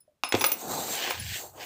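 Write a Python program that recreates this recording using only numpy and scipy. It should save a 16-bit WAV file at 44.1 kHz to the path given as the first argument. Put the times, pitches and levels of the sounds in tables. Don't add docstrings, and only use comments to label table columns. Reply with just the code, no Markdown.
import sys
import numpy as np
from scipy import signal
from scipy.fft import rfft, irfft, next_fast_len
from scipy.io import wavfile
from scipy.ndimage import uniform_filter1d

SR = 44100
rng = np.random.default_rng(int(sys.argv[2]) if len(sys.argv) > 2 else 0)


def output_pcm(signal):
    pcm = np.clip(np.atleast_2d(signal).T, -1, 1) * 32767
    wavfile.write(sys.argv[1], SR, np.round(pcm).astype(np.int16))


N = 72765
TIME_S = np.arange(N) / SR
GRAINS_PER_S, CRUNCHES_PER_S, TUMBLES_PER_S = 9000, 4500, 5500


def undb(db):
    return 10 ** (np.asarray(db) / 20)


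def unit(x):
    return x / np.sqrt(np.mean(x ** 2))


def fade(t60):
    return np.exp(-np.log(1000) * TIME_S / max(t60, 1e-3))


def add(out, start, x):
    i = max(int(start * SR), 0)
    out[i:] += x[:N - i]


def colour(x, points, tilt_db=0):
    size = next_fast_len(2 * N, real=True)
    octave = np.log2(np.maximum(np.fft.rfftfreq(size, 1 / SR), 1))
    hz, db = np.array(points, float).T
    gain = unit(undb(np.interp(octave, np.log2(hz), db) + tilt_db * octave))
    cepstrum = irfft(np.log(gain), size)
    cepstrum[1:size // 2] *= 2
    cepstrum[size // 2 + 1:] = 0
    response = np.exp(rfft(cepstrum, size))
    return irfft(rfft(x, size) * response, size)[:N]


def ring(hz, t60, phase=0):
    return np.sqrt(2) * np.sin(2 * np.pi * hz * TIME_S + phase) * fade(t60)


def wander(hz):
    return np.interp(TIME_S * hz, np.arange(N), rng.standard_normal(N))


def curve(levels):
    at, db = np.array(levels).T
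    return np.where(TIME_S > at[0], undb(np.interp(TIME_S, at, db)), 0)


def knocks():
    # (time [s], crack [dB], tub body [dB], brightness [dB per octave])
    knock_list = [(0.236, -16, -40, 0), (0.3234, -15.5, -48, -1), (0.3408, -17.5, -17.5, -5.5),
                  (0.3497, -18, -31.5, -2), (0.4101, -20, -49, 0), (0.414, -21.5, -34, -1),
                  (.421, -26.5, -33, -5), (0.4414, -12.5, -38.5, 0), (0.4465, -17, -34.5, -0.5),
                  (0.4622, -35.5, -63, -2.5), (.518, -23, -42.5, 3.5), (1.0754, -24.5, -46, -4.5),
                  (1.1082, -21, -53, -0.5)]
    # (frequency [Hz], level [dB])
    crack_colour = [(100, -38), (300, -9.5), (700, -1), (1150, 1.5), (1900, -6), (2650, 1), (3100, -7.5),
                    (3600, -1.5), (4700, -8), (5700, -6), (8000, -13.5), (9500, -27), (15000, -16.5)]
    # (frequency [Hz], level before the brightness tilt [dB], t60 [s])
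    tub_modes = [(105, -19, .08), (235, -14, .04), (338, -5, .07), (472, -5, .05), (568, -10, .05),
                 (1225, -14, .05)]
    # (frequency [Hz], level against the crack [dB], t60 [s])
    tumbler_modes = [(2003, -46, 0.54), (2850, -24, 0.077), (3480, -21.5, 0.053)]
    crack_t60_s = 0.015
    rattle_db, rattle_t60_s = -20, 0.26
    thud_low_hz, thud_high_hz, thud_db, thud_t60_s = 227, 537, 3.1, 0.045
    tap_s, tap_hz, tap_db, tap_t60_s, tap_rise_s = 0.078, 602, -50, 0.04, 0.004

    out = np.zeros(N)
    thud_band = signal.butter(2, [thud_low_hz, thud_high_hz], "band", fs=SR, output="sos")
    shape = fade(crack_t60_s) + undb(rattle_db) * fade(rattle_t60_s)
    shape_rms = np.sqrt(np.mean(shape ** 2))
    for start, crack_db, body_db, tilt_db in knock_list:
        noise = rng.choice([-1., 1.], N) * shape
        crack = unit(colour(noise, crack_colour, tilt_db)) * shape_rms
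        steel = np.zeros(N)
        for hz, db, t60 in tumbler_modes:
            steel += undb(db) * ring(hz, t60, 2 * np.pi * rng.random())
        body = np.zeros(N)
        for k, (hz, db, t60) in enumerate(tub_modes):
            tilted_db = db + tilt_db * np.log2(hz / thud_low_hz)
            body += undb(tilted_db) * ring(hz, t60, np.pi * k)
        thud = unit(signal.sosfilt(thud_band, rng.standard_normal(N)))
        thud = thud * undb(thud_db) * fade(thud_t60_s)
        add(out, start, undb(crack_db) * (crack + steel) + undb(body_db) * (body + thud))
    tap_rise = np.minimum(TIME_S / tap_rise_s, 1)
    add(out, tap_s, undb(tap_db) * ring(tap_hz, tap_t60_s) * tap_rise)
    return out


def bangles(detune=0.00071):
    bangle_modes = {"small": [(5175, -6, .18), (9885, -3, .09), (9995, 0, .08), (15170, 0, .03)],
                    "medium": [(5872, 0, .1), (10665, -10, .05), (11140, 0, .08)],
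                    "large": [(5040, -2, .12), (5872, 0, .1), (9573, -5, .09), (9895, 0, .09),
                    (15185, -7, .04), (15286, 0, .11), (15437, -9, .07)]}
    # (time [s], bangle, low partials [dB], middle partials [dB], top partials [dB])
    clinks = [(.004, "small", -61, -54.5, -53), (0.245, "small", -34, -36, -58),
              (.288, "small", -37, -40, -32), (.311, "small", -41, -45, -48),
              (0.3952, "medium", -38, -35, -41), (0.4136, "large", -33, -32.5, -27),
              (0.4428, "large", -43, -31.5, -24), (0.443, "medium", -35, -33, -39),
              (0.4573, "large", -38, -48, -21), (0.4631, "large", -35.5, -26, -22),
              (0.4898, "large", -48, -57, -28.5), (0.5171, "large", -43, -32, -19.5),
              (0.528, "medium", -37.5, -36.5, -37.5), (.953, "small", -63, -39.5, -46),
              (1.101, "large", -60, -36.5, -31.5), (1.197, "small", -43, -36.5, -41)]
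    # (frequency [Hz], level [dB])
    tick_colour = [(8000, -10), (15000, 0)]
    register_edges_hz = (7500, 13000)
    tick_db, tick_t60_s = -7, 0.009
    rebound_s, rebound_db = 0.0092, 0
    rise_s, free_s, damped_t60_s = 0.0013, 0.033, 0.067
    chatter_db, chatter_radians, chatter_hz = 2.5, 0.6, 220

    out, ticks = np.zeros(N), np.zeros(N)
    damping = np.exp(-np.log(1000) * np.maximum(TIME_S - free_s, 0) / damped_t60_s)
    touch = np.minimum(TIME_S / rise_s, 1) * damping
    for start, name, *register_db in clinks:
        for delay, db in (0, 0), (rebound_s, rebound_db):
            tick = rng.choice([-1., 1.], N) * fade(tick_t60_s)
            add(ticks, start + delay, undb(register_db[-1] + tick_db + db) * tick)
        for hz, db, t60 in bangle_modes[name]:
            register = np.searchsorted(register_edges_hz, hz)
            gain = undb(db + register_db[register] + chatter_db * wander(chatter_hz))
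            phase = 2 * np.pi * rng.random() + chatter_radians * wander(chatter_hz)
            detuned_hz = hz * (1 + detune * rng.standard_normal())
            add(out, start, gain * touch * ring(detuned_hz, t60, phase))
    return out + colour(ticks, tick_colour)


def rice():
    return crunching() + scraping() + tumbling() + drumming()


def crunching():
    # (time [s], level [dB])
    crunch_level = [(.35, -59.5), (.56, -46), (.675, -38.5), (.715, -33.5), (.86, -39), (1.01, -38),
                    (1.08, -38), (1.17, -50.5), (1.27, -61), (1.38, -49), (1.44, -43.5), (1.515, -60.5),
                    (1.585, -42), (1.65, -47.5)]
    # (frequency [Hz], level [dB])
    crunch_colour = [(50, -36.5), (120, -12), (185, -2.5), (330, 0.5), (600, -1), (790, 3.5), (950, -3.5),
                     (1150, -6), (1700, -15.5), (2500, -64)]
    tip_s, tip_length_s, bass_edge_hz, tipped_bass_db = 0.96, 0.04, 290, -11

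    crunch = grains(crunch_colour, CRUNCHES_PER_S, spread_db=1.94) * curve(crunch_level)
    bass = signal.sosfiltfilt(signal.butter(4, bass_edge_hz, fs=SR, output="sos"), crunch)
    tipped = np.clip((TIME_S - tip_s) / tip_length_s, 0, 1)
    return crunch - bass + bass * undb(tipped_bass_db * tipped)


def scraping():
    # (time [s], level [dB])
    scrape_level = [(.32, -52), (.37, -37.5), (.56, -49.5), (0.608, -37.5), (0.668, -41.5), (0.715, -33.5),
                    (0.861, -35.5), (0.931, -31), (1., -38), (1.1, -42), (1.17, -46.5), (1.28, -40),
                    (1.37, -35), (1.45, -42), (1.53, -56.5), (1.65, -43.5)]
    # (frequency [Hz], level [dB])
    scrape_colour = [(800, -29), (1500, -3.5), (3000, -8), (3800, 0.5), (4600, 0), (5300, -8.5),
                     (6300, 1.5), (7450, -4.5), (8300, -1), (9300, -13), (11400, -12), (12400, -4),
                     (13500, -4), (15200, -4)]
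    wall_hz, wall_width_hz, wall_db = 7460, 110, -10
    body_top_hz, body_db_per_db = 6400, 0.5

    hiss = grains(scrape_colour, GRAINS_PER_S, spread_db=1.5, flutter_db=0.63, flutter_hz=162.7)
    hiss = hiss * curve(scrape_level)
    at, level_db = np.array(scrape_level).T
    pressure_db = np.interp(TIME_S, at, level_db - level_db.max())
    body = signal.sosfiltfilt(signal.butter(4, body_top_hz, fs=SR, output="sos"), hiss)
    resonance = signal.iirpeak(wall_hz, wall_hz / wall_width_hz, fs=SR)
    wall = unit(signal.lfilter(*resonance, hiss)) * np.std(hiss) * undb(wall_db)
    return hiss - body + (body + wall) * undb(body_db_per_db * pressure_db)


def tumbling():
    # (time [s], level [dB])
    tumble_level = [(.84, -51.5), (.94, -38), (.98, -33), (1.04, -30), (1.10, -32.5), (1.17, -40.5),
                    (1.28, -40.5), (1.35, -34), (1.41, -47), (1.49, -113), (1.565, -60), (1.615, -40),
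                    (1.65, -44.5)]
    # (frequency [Hz], level [dB])
    tumble_colour = [(150, -49), (700, -15.5), (1200, -28), (1550, 2), (3150, 4), (3500, -0.5), (4300, 0),
                     (5100, -2.5), (8000, -9.5), (9400, -24), (12500, -25), (15200, -4.5)]
    tumble = grains(tumble_colour, TUMBLES_PER_S, spread_db=3.0, flutter_db=0.5, flutter_hz=209.3)
    return tumble * curve(tumble_level)


def drumming():
    # (time [s], level [dB])
    drum_level = [(.66, -68), (.715, -49.5), (.95, -61), (1.02, -76), (1.10, -62), (1.205, -39),
                  (1.33, -41), (1.39, -62.5), (1.5, -59), (1.6, -61)]
    # (frequency [Hz], level [dB])
    drum_colour = [(30, -23), (55, -12), (80, 4), (115, -1), (210, -15.5), (400, -58)]
    even_s = 0.03
    drum = grains(drum_colour, GRAINS_PER_S)
    local_power = uniform_filter1d(drum ** 2, int(even_s * SR))
    return drum / np.sqrt(local_power) * curve(drum_level)


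def grains(spectrum, rate, spread_db=0, flutter_db=0, flutter_hz=0):
    struck = rng.random(N) < rate / SR
    sign = rng.choice([-1, 1], N)
    size = undb(spread_db * np.minimum(rng.exponential(size=N), 5))
    slips = undb(flutter_db * wander(flutter_hz))
    return unit(clumps(colour(struck * sign * size * slips, spectrum)))


def clumps(x):
    depth_db, width_hz = 2.4, 400
    hz, _, frames = signal.stft(x, SR, nperseg=512)
    chance = rng.standard_normal(frames.shape)
    chance = uniform_filter1d(chance, int(width_hz / hz[1]), axis=0)
    chance = unit(uniform_filter1d(chance, size=3, axis=1))
    return signal.istft(frames * undb(depth_db * chance), SR)[1][:N]


def kitchen(x):
    t60_s, treble_t60_s, treble_db, split_hz, gap_s = 0.3, 0.34, -7.0, 2600, 0.005
    noise = rng.standard_normal(N)
    low = signal.sosfilt(signal.butter(2, split_hz, fs=SR, output="sos"), noise)
    high = signal.sosfilt(signal.butter(2, split_hz, "high", fs=SR, output="sos"), noise)
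    tail = np.zeros(N)
    add(tail, gap_s, low * fade(t60_s) - undb(treble_db) * high * fade(treble_t60_s))
    return signal.fftconvolve(x, tail)[:N] / np.linalg.norm(fade(t60_s))


def room_air():
    # (frequency [Hz], level [dB])
    air_colour = [(120, -2.5), (1000, -18), (15000, -29)]
    air_db = -77
    return undb(air_db) * colour(rng.standard_normal(N), air_colour)


def scene():
    hits, clinks, grain = knocks(), bangles(), rice()
    sent = hits + undb(-5.5) * clinks + undb(-11) * grain
    echo = undb(-7) * kitchen(sent)
    return (hits + clinks + grain + echo + room_air())[None]


def record(dry):
    bass_hz, top_hz = 55, 15520
    thin = signal.sosfilt(signal.butter(2, bass_hz, "high", fs=SR, output="sos"), dry)
    return signal.sosfilt(signal.ellip(12, .2, 80, top_hz, fs=SR, output="sos"), thin)


dry = scene()
out = record(dry)
output_pcm(out)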